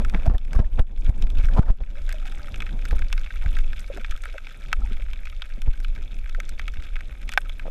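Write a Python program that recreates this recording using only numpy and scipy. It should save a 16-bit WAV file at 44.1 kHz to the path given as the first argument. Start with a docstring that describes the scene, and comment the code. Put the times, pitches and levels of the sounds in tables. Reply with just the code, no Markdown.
"""Just under the surface of a shallow reef, heard by a camera inside a waterproof housing.
From the start: filtered noise for swell and streaming water, and random clicks for the shrimp colony.
Slaps (splash noise and a thump), ringing snaps and foaming surges crowd the first two seconds.
Gurgles and lone bubbles (decaying sines) join in, then two wavering tones at about two seconds.
Slaps are rarer later, and snaps go on to the end; gain control ducks everything after heavy slaps."""
import sys
import numpy as np
from scipy import signal
from scipy.fft import rfft, irfft, next_fast_len
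from scipy.io import wavfile
from scipy.ndimage import uniform_filter1d

SR = 44100
rng = np.random.default_rng(int(sys.argv[2]) if len(sys.argv) > 2 else 0)


def dump(signal):
    """Clip the signal to [-1, 1] and save it as 16-bit WAV at the path in sys.argv[1]."""
    limited = np.clip(np.atleast_2d(signal).T, -1, 1)
    pcm = np.round(limited * 32767).astype(np.int16)
    wavfile.write(sys.argv[1], SR, pcm)


N = 339570
TIME = np.arange(N) / SR  # seconds

# Levels in the tables are before the small trims that some functions add.
# Water heaving against the case: t/s, level/dB
SWELL_LEVEL = [(0, -17.5), (0.33, -19), (0.45, -19.5), (0.56, -14.5), (0.95, -17), (1.25, -19),
               (1.7, -13.5), (2.0, -23.5), (2.7, -26.5), (2.95, -16), (3.3, -25), (3.5, -18.5), (3.8, -28),
               (4.1, -26), (4.55, -40.5), (4.8, -19), (5.4, -27.5), (5.7, -23), (6.4, -28.5), (6.7, -24),
               (7.7, -30.5)]
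# Water streaming past the case: t/s, level/dB
FLOW_LEVEL = [(0, -44.5), (0.7, -43.5), (1.7, -36), (1.95, -50), (2.2, -54), (2.62, -42.5), (2.9, -44),
              (3.3, -56.5), (3.55, -47), (4.25, -60), (4.85, -48), (5.35, -59.5), (5.75, -49), (6.9, -54),
              (7.7, -54)]
# Far shrimp, all together: t/s, level/dB
COLONY_LEVEL = [(0, -55), (.7, -57), (1.5, -56.5), (2.7, -54.5), (4.2, -55.5), (5.2, -57.5), (6.0, -58.5),
                (7.7, -57)]
# Wavelets hitting the case: t/s, thump level/dB, thump half width/s, splash level/dB
SLAP_EVENTS = [(0.002, -14, 0.0084, -32), (0.15, -14, 0.0071, -30.5), (0.283, 8.5, 0.0025, -35),
               (0.31, 8, 0.0058, -22.5), (0.348, 6.5, 0.005, -32), (0.565, -3.5, 0.0033, -40),
               (0.602, 7.5, 0.003, -18.5), (0.652, -0.5, 0.0063, -55), (0.7989, 0.5, 0.0029, -27),
               (1.098, -1.5, 0.0035, -41), (1.246, -2, 0.0053, -42.5), (1.391, -6.5, 0.0058, -55),
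               (1.446, -10, 0.0044, -51), (1.595, 4.5, 0.0015, -26), (1.699, 3, 0.01, -23.5),
               (1.818, -1.5, 0.0058, -36.5), (2.932, -6, 0.006, -40.5), (3.464, -10, .0036, -47.5),
               (4.105, -10.5, 0.0077, -55), (4.806, -14, 0.01, -47), (5.685, -2, 0.0042, -39.5),
               (6.79, -14, 0.0057, -56)]
# The closest shrimp: t/s, knock level/dB, knock pitch f/Hz, crack level/dB
SNAP_EVENTS = [(0.0488, -30, 1830, -44), (0.0975, -41.5, 2430, -44), (0.1385, -41, 1700, -60),
               (0.1465, -29, 1770, -56), (0.2644, -47, 2200, -48), (0.381, -35.5, 3200, -41.5),
               (0.5318, -36, 2100, -41), (0.794, -36, 2660, -53), (1.0954, -46, 2300, -48.5),
               (1.2232, -40.5, 3070, -42.5), (1.302, -42, 2980, -44), (1.2695, -40, 2260, -52),
               (1.3845, -44.5, 3300, -50.5), (1.4463, -42.1, 2570, -51), (1.4862, -32.5, 1620, -53),
               (1.7074, -38, 2430, -43), (1.8362, -37.5, 2220, -56), (1.9644, -51, 2060, -60),
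               (2.0923, -34, 1750, -42), (2.1146, -41, 2434, -58), (2.126, -38.5, 2080, -39),
               (2.543, -37.5, 2660, -52), (2.5593, -42, 2570, -46.5), (2.6042, -33.5, 2700, -46),
               (2.6214, -32, 2300, -47), (2.6657, -38, 2390, -57), (2.8533, -35, 1950, -41),
               (2.9093, -33.5, 1700, -45.5), (2.9922, -38.0, 1790, -45.5), (3.0203, -35, 2050, -60),
               (3.1276, -29.5, 2670, -33.5), (3.1783, -35.5, 2470, -47.5), (3.2624, -40.5, 2520, -64),
               (3.3059, -34, 1670, -68), (3.4608, -34.5, 2040, -53), (3.5681, -32.5, 1770, -49),
               (3.587, -36.9, 2440, -46), (3.7315, -36, 2170, -52.2), (3.7948, -60, 2830, -43),
               (3.9727, -38.5, 1760, -48), (4.0466, -32.5, 2320, -67), (4.1104, -39, 2340, -40.5),
               (4.1208, -36, 1530, -54), (4.2376, -37, 2160, -46), (4.2563, -32, 1560, -65.4),
               (4.3813, -33.5, 1970, -50.8), (4.4696, -37.5, 2120, -54), (4.7293, -16.5, 2000, -32.5),
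               (5.1334, -39.7, 2700, -50), (5.2556, -42, 2590, -50), (5.2712, -38, 2210, -60),
               (5.4206, -32.5, 3100, -48), (5.6185, -41.5, 2500, -44), (5.8465, -36, 2760, -50),
               (6.77, -43.5, 2300, -62), (6.3483, -33.5, 1770, -63.5), (6.4018, -31, 2150, -39.5),
               (6.4924, -42.5, 2090, -38), (6.595, -31, 2120, -46), (6.6804, -32, 2530, -43.5),
               (6.957, -37, 2300, -56), (6.9649, -35, 2000, -54), (7.0075, -38, 2130, -52),
               (7.2918, -33, 2200, -38.5), (7.319, -40, 2720, -41), (7.3252, -36.5, 2620, -48),
               (7.3369, -33, 1970, -38), (7.3756, -9, 1710, -32.5), (7.495, -38, 2660, -53.5),
               (7.5959, -36.5, 2320, -51)]
# Broken water washing over the case: start t/s, end t/s, start level/dB, end level/dB
SURGE_EVENTS = [(0.121, 0.256, -46, -55), (0.254, 0.355, -36.5, -28), (0.53, 0.646, -43, -29),
                (1.355, 1.555, -56, -45), (0.791, 0.809, -22, -37.5), (1.562, 1.592, -38, -22.5),
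                (1.614, 1.7, -33, -31.5), (2.896, 2.95, -43.5, -46.5), (3.42, 3.504, -48, -61)]
# Water pulling away from the case after some of the slaps: t/s, level/dB
PULL_EVENTS = [(0.578, -1), (0.624, 0), (0.818, 8), (1.607, 4.5), (1.713, 10), (5.704, -13)]
# Air pockets breaking up: t/s, level/dB, middle pitch f/Hz, time over which bubbles form/s
GURGLE_EVENTS = [(0.789, -31.5, 1440, 0.016), (1.561, -28, 737, 0.034), (2.133, -41, 600, 0.021),
                 (3.894, -41.5, 597, 0.03), (3.934, -40.5, 366, 0.046), (3.966, -36, 590, 0.015),
                 (4.338, -37, 555, 0.00795), (4.805, -44, 205, 0.043), (4.806, -51, 810, 0.054),
                 (4.901, -44, 400, 0.019), (6.371, -41, 546, 0.019), (7.655, -33, 572, 0.026)]
# Single bubbles: t/s, level/dB, starting pitch f/Hz
BLIP_EVENTS = [(1.542, -38, 590), (3.9, -22.5, 523), (3.991, -26, 206), (4.004, -37, 510),
               (4.278, -40, 462), (4.355, -28, 557), (4.818, -37, 1290), (4.847, -40, 880),
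               (4.913, -22, 209), (4.996, -37, 546), (5.574, -40, 536), (5.58, -26, 213)]
# Lower faint tone in the streaming water: t/s, pitch f/Hz, level/dB
LOW_TONE_PATH = [(1.9, 555, -54), (1.97, 565, -51.5), (2.04, 595, -64), (2.18, 602, -52), (2.3, 628, -72),
                 (2.45, 595, -49.5), (2.62, 551, -62)]
# Higher faint tone in the streaming water: t/s, pitch f/Hz, level/dB
HIGH_TONE_PATH = [(2.2, 770, -67), (2.29, 780, -52.5), (2.39, 830, -59), (2.6, 745, -60)]
# Resonances of the housing: f/Hz, width/Hz, boost/dB
HOUSING_RESONANCES = [(565, 61, 6), (1290, 116, 23.5), (1554, 162, 12), (1850, 55, 3), (2260, 210, 8),
                      (2565, 114, 6), (3513, 430, 8.5), (5210, 170, 4.5), (6000, 880, 1.5), (8280, 250, 4),
                      (11400, 400, 4)]
# Spectrum of the swell: f/Hz, relative level/dB (per Hz)
SWELL_SPECTRUM = [(8, -9), (15, 4.5), (24, 8), (35, -4), (50, -10), (70, -16.5), (100, -45.5), (200, -85)]
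# Spectrum of the streaming water: f/Hz, relative level/dB (per Hz)
FLOW_SPECTRUM = [(45, -18.5), (75, 5), (120, -1), (160, -6), (210, -6), (290, -10.5), (420, -16.5),
                 (600, -19.5), (1000, -26.5), (3000, -69.5)]
# Spectrum shaping the far shrimp: f/Hz, relative level/dB (per Hz)
COLONY_SPECTRUM = [(250, -5.5), (500, 12), (800, 2), (1050, -10), (1400, -17), (2300, -0.5), (3500, -3),
                   (4500, -8), (7000, -3.5), (9000, -10.5), (12000, -8), (16000, -34)]
# Spectrum of splashes and fizz: f/Hz, relative level/dB (per Hz)
SPLASH_SPECTRUM = [(120, 5), (195, 14), (330, 3), (600, 1.5), (900, -3.5), (1500, -11), (2400, -19),
                   (5000, -30.5), (14000, -59)]
# Spectrum shaping the crack of a snap: f/Hz, relative level/dB (per Hz)
CRACK_SPECTRUM = [(2500, -41.5), (4000, 0.5), (5500, 5), (7500, 2), (10000, -5), (13000, -6), (16000, -19)]
# Spectrum of the surge froth: f/Hz, relative level/dB (per Hz)
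SURGE_SPECTRUM = [(150, -30.5), (300, 6), (650, -1), (1000, 3), (1500, -9), (2200, -21), (4000, -23),
                  (12000, -58.5)]


def from_db(db):
    """Turn decibels into a plain multiplier."""
    return 10 ** (np.asarray(db) / 20)


def rms_one(x):
    """Scale a sound to an average strength (RMS) of 1."""
    return x / np.sqrt(np.mean(x ** 2) + 1e-20)


def level(curve):
    """Gain at every sample from rows of (s, dB)."""
    return from_db(np.interp(TIME, *np.transpose(curve)))


def add(out, s, sound):
    """Mix a sound in, starting at s seconds."""
    at = int(np.clip(round(s * SR), 0, N - 1))
    out[at:at + len(sound)] += sound[:N - at]


def bell(x):
    """Bell-shaped bump with height 1 at x = 0."""
    return np.exp(-.5 * np.minimum(x ** 2, 100))


def random_clicks(per_s):
    """True at the samples where a click falls by chance."""
    return rng.random(N) < per_s / SR


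def colour(x, spectrum):
    """Filter with the given spectrum that never sounds ahead of its input (minimum phase)."""
    size = 2 * next_fast_len(len(x))
    hz, db = np.transpose(spectrum)
    bins = np.maximum(np.arange(size // 2 + 1) * SR / size, 1)
    gain = from_db(np.interp(np.log(bins), np.log(hz), db))
    # Folding the cepstrum forward in time gives the minimum-phase response.
    cepstrum = irfft(np.log(gain))
    cepstrum[1:size // 2] *= 2
    cepstrum[size // 2 + 1:] = 0
    return irfft(rfft(x, size) * np.exp(rfft(cepstrum)))[:len(x)]


def drift(rate):
    """Random wandering with about `rate` new values a second, joined by straight lines; RMS 1."""
    knots = rng.standard_normal(int(N / SR * rate) + 2)
    return rms_one(np.interp(TIME * rate, np.arange(len(knots)), knots))


def resonance(x, hz, width_hz):
    """Something that rings at one pitch: a two-pole band-pass with gain 1 on top."""
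    r = np.exp(-np.pi * width_hz / SR)
    feed = np.array([1, 0, -1]) * (1 - r * r) / 2
    ring = [1, -2 * r * np.cos(2 * np.pi * hz / SR), r * r]
    return signal.lfilter(feed, ring, x + 1e-18)


def double_resonance(x, hz, width_hz):
    """The same resonance twice in a row, for a tighter band."""
    return resonance(resonance(x, hz, width_hz), hz, width_hz)


def housing(x):
    """Each resonance of the case lifts its own band and rings on."""
    for hz, width_hz, boost_db in HOUSING_RESONANCES:
        x = x + (from_db(boost_db) - 1) * resonance(x, hz, width_hz)
    return x


def snap_paths(scatter_db, scatter_t60, tail_db, tail_t60, echo=0.33, echo_gap_s=0.0015,
               echo_loss=0.73, build_s=0.00013, count=3, size=2600):
    """One bubble collapse: direct pulse, early echoes of changing sign, scatter off the coral."""
    t = np.arange(size) / SR
    # Each t60 is the time in seconds to fall by 60 dB.
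    decay = from_db(scatter_db - 60 * t / scatter_t60) + from_db(tail_db - 60 * t / tail_t60)
    pulse = rng.standard_normal(size) * decay * (1 - np.exp(-t / build_s))
    pulse[0] += 1
    delays = np.cumsum(echo_gap_s * (.5 + rng.random(count)))
    pulse[(delays * SR).astype(int)] -= echo * (-echo_loss) ** np.arange(count)
    return pulse


def moving_water(swell_db=1.54, flow_db=1.0, eddy_db=3.0, evenness=0.052):
    """Slow pressure swings of the swell, and the rush of eddies shed by the case."""
    heave = colour(rng.standard_normal(N), SWELL_SPECTRUM)
    strength = uniform_filter1d(np.abs(signal.hilbert(heave)), int(.08 * SR))
    heave = rms_one(heave / strength ** evenness)  # evens out the swings a little
    rush = rms_one(colour(rng.standard_normal(N), FLOW_SPECTRUM)) * from_db(eddy_db * drift(30))
    swell = from_db(swell_db) * level(SWELL_LEVEL) * heave
    return swell + from_db(flow_db) * level(FLOW_LEVEL) * rush


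def far_shrimp(per_s=300, spread_db=5.5, crackle_db=3.5, wash_db=-0.5, route_width=0.37, count=24):
    """Many weak snaps of uneven size; the farthest merge into a smooth sizzle."""
    sizes = from_db(spread_db * np.minimum(rng.exponential(1, N), 3.2))
    clicks = random_clicks(per_s) * sizes * rng.choice([-1, 1], N)
    route = rng.integers(0, count, N)
    crackle = np.zeros(N)
    # Each route over the coral favours a band of its own.
    for k, hz in enumerate(np.geomspace(1300, 5000, count)):
        paths = snap_paths(scatter_db=-5.0, scatter_t60=0.0092, tail_db=-24.5, tail_t60=0.031)
        path = resonance(paths, hz, route_width * hz)
        crackle += signal.oaconvolve(clicks * (route == k), rms_one(path))[:N]
    reef = rms_one(crackle) + from_db(wash_db) * rng.standard_normal(N)
    sizzle = rms_one(colour(housing(reef), COLONY_SPECTRUM))
    return from_db(crackle_db) * level(COLONY_LEVEL) * sizzle


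def small_shrimp(per_s=70, tick_db=-35, spread_db=8.0, width=0.51, fade_db=1.5, count=7):
    """Tiny shrimp close by give only thin ticks, dealt out over several pitches."""
    sizes = from_db(tick_db + spread_db * np.clip(rng.standard_normal(N), -2, 2))
    clicks = random_clicks(per_s) * sizes
    dealt = rng.integers(0, count, N)
    ticks = np.zeros(N)
    for k, hz in enumerate(np.geomspace(3200, 11000, count)):
        path = snap_paths(scatter_db=-11.5, scatter_t60=0.016, tail_db=-60, tail_t60=.03)
        tick = double_resonance(path, hz, width * hz)
        # Higher ticks are fainter.
        ticks += from_db(-fade_db * k) * signal.oaconvolve(clicks * (dealt == k), tick)[:N]
    return ticks * rms_one(level(COLONY_LEVEL))  # they rise and fall with the colony


def froth(spectrum, gain_db):
    """The lumpy, sputtering rush of torn water: noise whose strength flickers."""
    sputter = from_db(5 * drift(330))
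    return from_db(gain_db) * rms_one(colour(rng.standard_normal(N) * sputter, spectrum))


def case_boom(thumps, boom_hz=185, boom_width_hz=70, boom_db=0,
              rebound_hz=42, rebound_width_hz=28, rebound_db=-4):
    """A slap rocks the whole case, which swings back and booms briefly."""
    rebound = from_db(rebound_db) * resonance(thumps, rebound_hz, rebound_width_hz)
    boom = from_db(boom_db) * resonance(thumps, boom_hz, boom_width_hz)
    return thumps + rebound + boom


def slaps(rise_s=0.0056, fall_s=0.015, lead_s=0.0083, foam_db=-16, foam_s=0.041, suction_widths=3.3):
    """A splash swells up, then water closes on the case: a pressure peak flanked by suction."""
    thumps, splash = np.zeros(N), np.zeros(N)
    for s, db, width, splash_db in SLAP_EVENTS:
        near = slice(*np.searchsorted(TIME, [s - .2, s + .2]))
        t = TIME[near] - s
        peak = 1 / (1 + (t / width) ** 2)
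        peak -= peak.min()
        suction = bell(t / (suction_widths * width) - .7)
        # The suction cancels the total push of the peak.
        thumps[near] += from_db(db) * (peak - suction * peak.sum() / suction.sum())
        early = t + lead_s  # the splash is strongest just before the thump
        swelling = bell(early / np.where(early < 0, rise_s, fall_s))
        foam = from_db(foam_db) * np.exp(-np.abs(t) / foam_s)
        splash[near] += from_db(splash_db) * (swelling + foam)
    return case_boom(thumps) + splash * froth(SPLASH_SPECTRUM, gain_db=3.5)


def neighbours(per_s=42, top_db=-41.5, range_db=15, flurry_db=3.5, middle_hz=2300,
               spread_octaves=0.5, crack_db=-11, crack_spread_db=8):
    """Random snaps a little farther off, in flurries, more often where the colony is loud."""
    chance, place, pitch, edge = rng.random((int(per_s * N / SR), 4)).T
    activity = np.cumsum((level(COLONY_LEVEL) * from_db(flurry_db * drift(18))) ** 2)
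    s = np.interp(chance, activity / activity[-1], TIME)
    db = top_db - range_db * np.sqrt(place)  # most are far off and weak
    hz = middle_hz * 2 ** (spread_octaves * (2 * pitch - 1))
    crack = db + crack_db + crack_spread_db * (2 * edge - 1)
    return np.transpose([s, db, hz, crack])  # same columns as SNAP_EVENTS


def at_level(snap, db):
    """Scale a snap to a level over its first 8 ms."""
    head = snap[:int(.008 * SR)]
    return snap * from_db(db) / np.sqrt(np.mean(head ** 2))


def near_shrimp(knock_width_hz=1450, crack_trim_db=-4.5, thud_hz=760, thud_width_hz=700,
                thud_db=-1.0, thud_growth=1.215, scatter_db=-21.0, clearing=0.1):
    """A snap knocks the housing with a thin crack on top; closer ones thud more, scatter less."""
    out = np.zeros(N)
    for s, db, hz, crack_db in [*SNAP_EVENTS, *neighbours()]:
        scatter = scatter_db - clearing * db + rng.normal(0, 2.8)
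        pulse = housing(snap_paths(scatter, scatter_t60=0.019, tail_db=-39, tail_t60=0.017))
        knock = double_resonance(pulse, hz, knock_width_hz)
        thud = double_resonance(pulse, thud_hz, thud_width_hz)
        sharp = snap_paths(scatter_db=-9.5, scatter_t60=0.0063, tail_db=-56, tail_t60=0.15)
        crack = colour(housing(sharp), CRACK_SPECTRUM)
        snap = at_level(knock, db)
        snap += at_level(thud, thud_growth * db + thud_db)
        snap += at_level(crack, crack_db + crack_trim_db)
        add(out, s, snap)
    return out


def surges(attack_s=0.0025, release_s=0.0053, bubbles_per_s=260, bubble_db=-2,
           bubble_width=0.05, count=22):
    """Broken water sets in quickly and washes on: froth full of small ringing bubbles."""
    flow = np.zeros(N)
    for start, end, start_db, end_db in SURGE_EVENTS:
        fade_in = np.clip((TIME - start) / attack_s, 0, 1)
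        fade_out = np.exp(-np.clip((TIME - end) / release_s, 0, 20))
        flow += fade_in * fade_out * level([(start, start_db), (end, end_db)])
    births = random_clicks(bubbles_per_s) * rng.standard_normal(N)
    dealt = rng.integers(0, count, N)
    bubbles = np.zeros(N)
    for k, hz in enumerate(np.geomspace(500, 1900, count)):
        bubbles += resonance(births * (dealt == k), hz, bubble_width * hz) / hz
    return flow * (froth(SURGE_SPECTRUM, gain_db=-11.5) + from_db(bubble_db) * rms_one(bubbles))


def pulls(width_s=0.0064):
    """A slow, strong suction: little of it is heard, but it can trip the gain control."""
    return -sum(from_db(db) * bell((TIME - s) / width_s) for s, db in PULL_EVENTS)


def gurgles(per_s=300, spread_octaves=0.16, cycles=12, rise=0.0083, gurgle_db=-4.0, fizz_db=-7,
            rough_db=-34, calming=0.49):
    """A pocket splits into bubbles of similar size; each rings briefly and rises in pitch."""
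    out = np.zeros(N)
    for s, db, hz, length in GURGLE_EVENTS:
        t = np.arange(int((length + 0.053) * SR)) / SR
        # One row per bubble, one column per sample.
        born, size, strength = rng.random((int(per_s * length) + 1, 3)).T[:, :, None]
        calm = from_db(calming * (rough_db - db))  # gentle gurgles are purer and ring longer
        pitch = hz * 2 ** (spread_octaves / calm * (2 * size - 1))
        turns = np.maximum(t - born * length, 0) * pitch
        life = turns / (cycles * calm)
        envelope = strength * from_db(-60 * life) * (1 - np.exp(-2 * turns))
        cloud = np.sum(envelope * np.sin(2 * np.pi * turns * (1 + rise * life)), axis=0)
        # Torn water fizzes along.
        fizz = rms_one(colour(rng.standard_normal(len(t)), SPLASH_SPECTRUM))
        cloud += from_db(fizz_db) / calm * np.abs(cloud) * fizz
        add(out, s, from_db(db + gurgle_db) * cloud / np.sqrt(np.sum(cloud ** 2) / (length * SR)))
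    return out


def blips(t60=0.041, turn_gain_per_s=1.7):
    """A lone bubble pinches off, rings and rises in pitch."""
    out, t = np.zeros(N), np.arange(SR // 10) / SR
    for s, db, hz in BLIP_EVENTS:
        turns = hz * t * (1 + turn_gain_per_s * t)
        envelope = from_db(db - 60 * t / t60) * (1 - np.exp(-turns))
        add(out, s, envelope * np.sin(2 * np.pi * turns))
    return out


def wavering_tones(tone_db=-2, fade_s=0.036, waver=0.035, flutter_db=4.5):
    """Each tone glides, trembles in pitch (waver is a share of it) and level, and fades in and out."""
    out = np.zeros(N)
    for tone in (LOW_TONE_PATH, HIGH_TONE_PATH):
        s, hz, db = np.transpose(tone)
        pitch = np.interp(TIME, s, hz) * (1 + waver * drift(120))
        outside = np.abs(TIME - np.clip(TIME, s[0], s[-1]))  # seconds before or after the tone
        fade = np.exp(-np.minimum(outside / fade_s, 20))
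        gain = from_db(np.interp(TIME, s, db) + tone_db + flutter_db * drift(50)) * fade
        out += gain * np.sin(2 * np.pi * np.cumsum(pitch) / SR)
    return out


def gain_control(x, threshold_db=-9, sense_s=0.00099, attack_s=0.0015, release_db_per_s=68):
    """Gain drops fast when the level passes the threshold and creeps back."""
    # Averaging before taking the size makes it respond to slow pushes more than to brief snaps.
    loud = np.abs(uniform_filter1d(x, max(int(sense_s * SR), 1)))
    over = np.maximum(20 * np.log10(np.maximum(loud, 1e-9)) - threshold_db, 0)
    recovery = release_db_per_s * TIME
    held = np.maximum.accumulate(over + recovery, axis=-1) - recovery
    r = np.exp(-1 / (attack_s * SR))
    return x * from_db(-signal.lfilter([1 - r], [1, -r], held))


def scene():
    """All sources reach one microphone inside the case."""
    water = moving_water() + slaps() + surges() + pulls() + gurgles() + blips() + wavering_tones()
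    shrimp = far_shrimp() + small_shrimp() + near_shrimp()
    return (water + shrimp)[None]


def record(dry, cutoff_hz=16100):
    """Gain control acts, peaks are clipped, and the top is cut by 60 dB from the cutoff up."""
    clipped = np.clip(gain_control(dry), -.95, .95)
    top_cut = signal.cheby2(12, 60, cutoff_hz, fs=SR, output="sos")
    return signal.sosfilt(top_cut, clipped)


dry = scene()
out = record(dry)
dump(out)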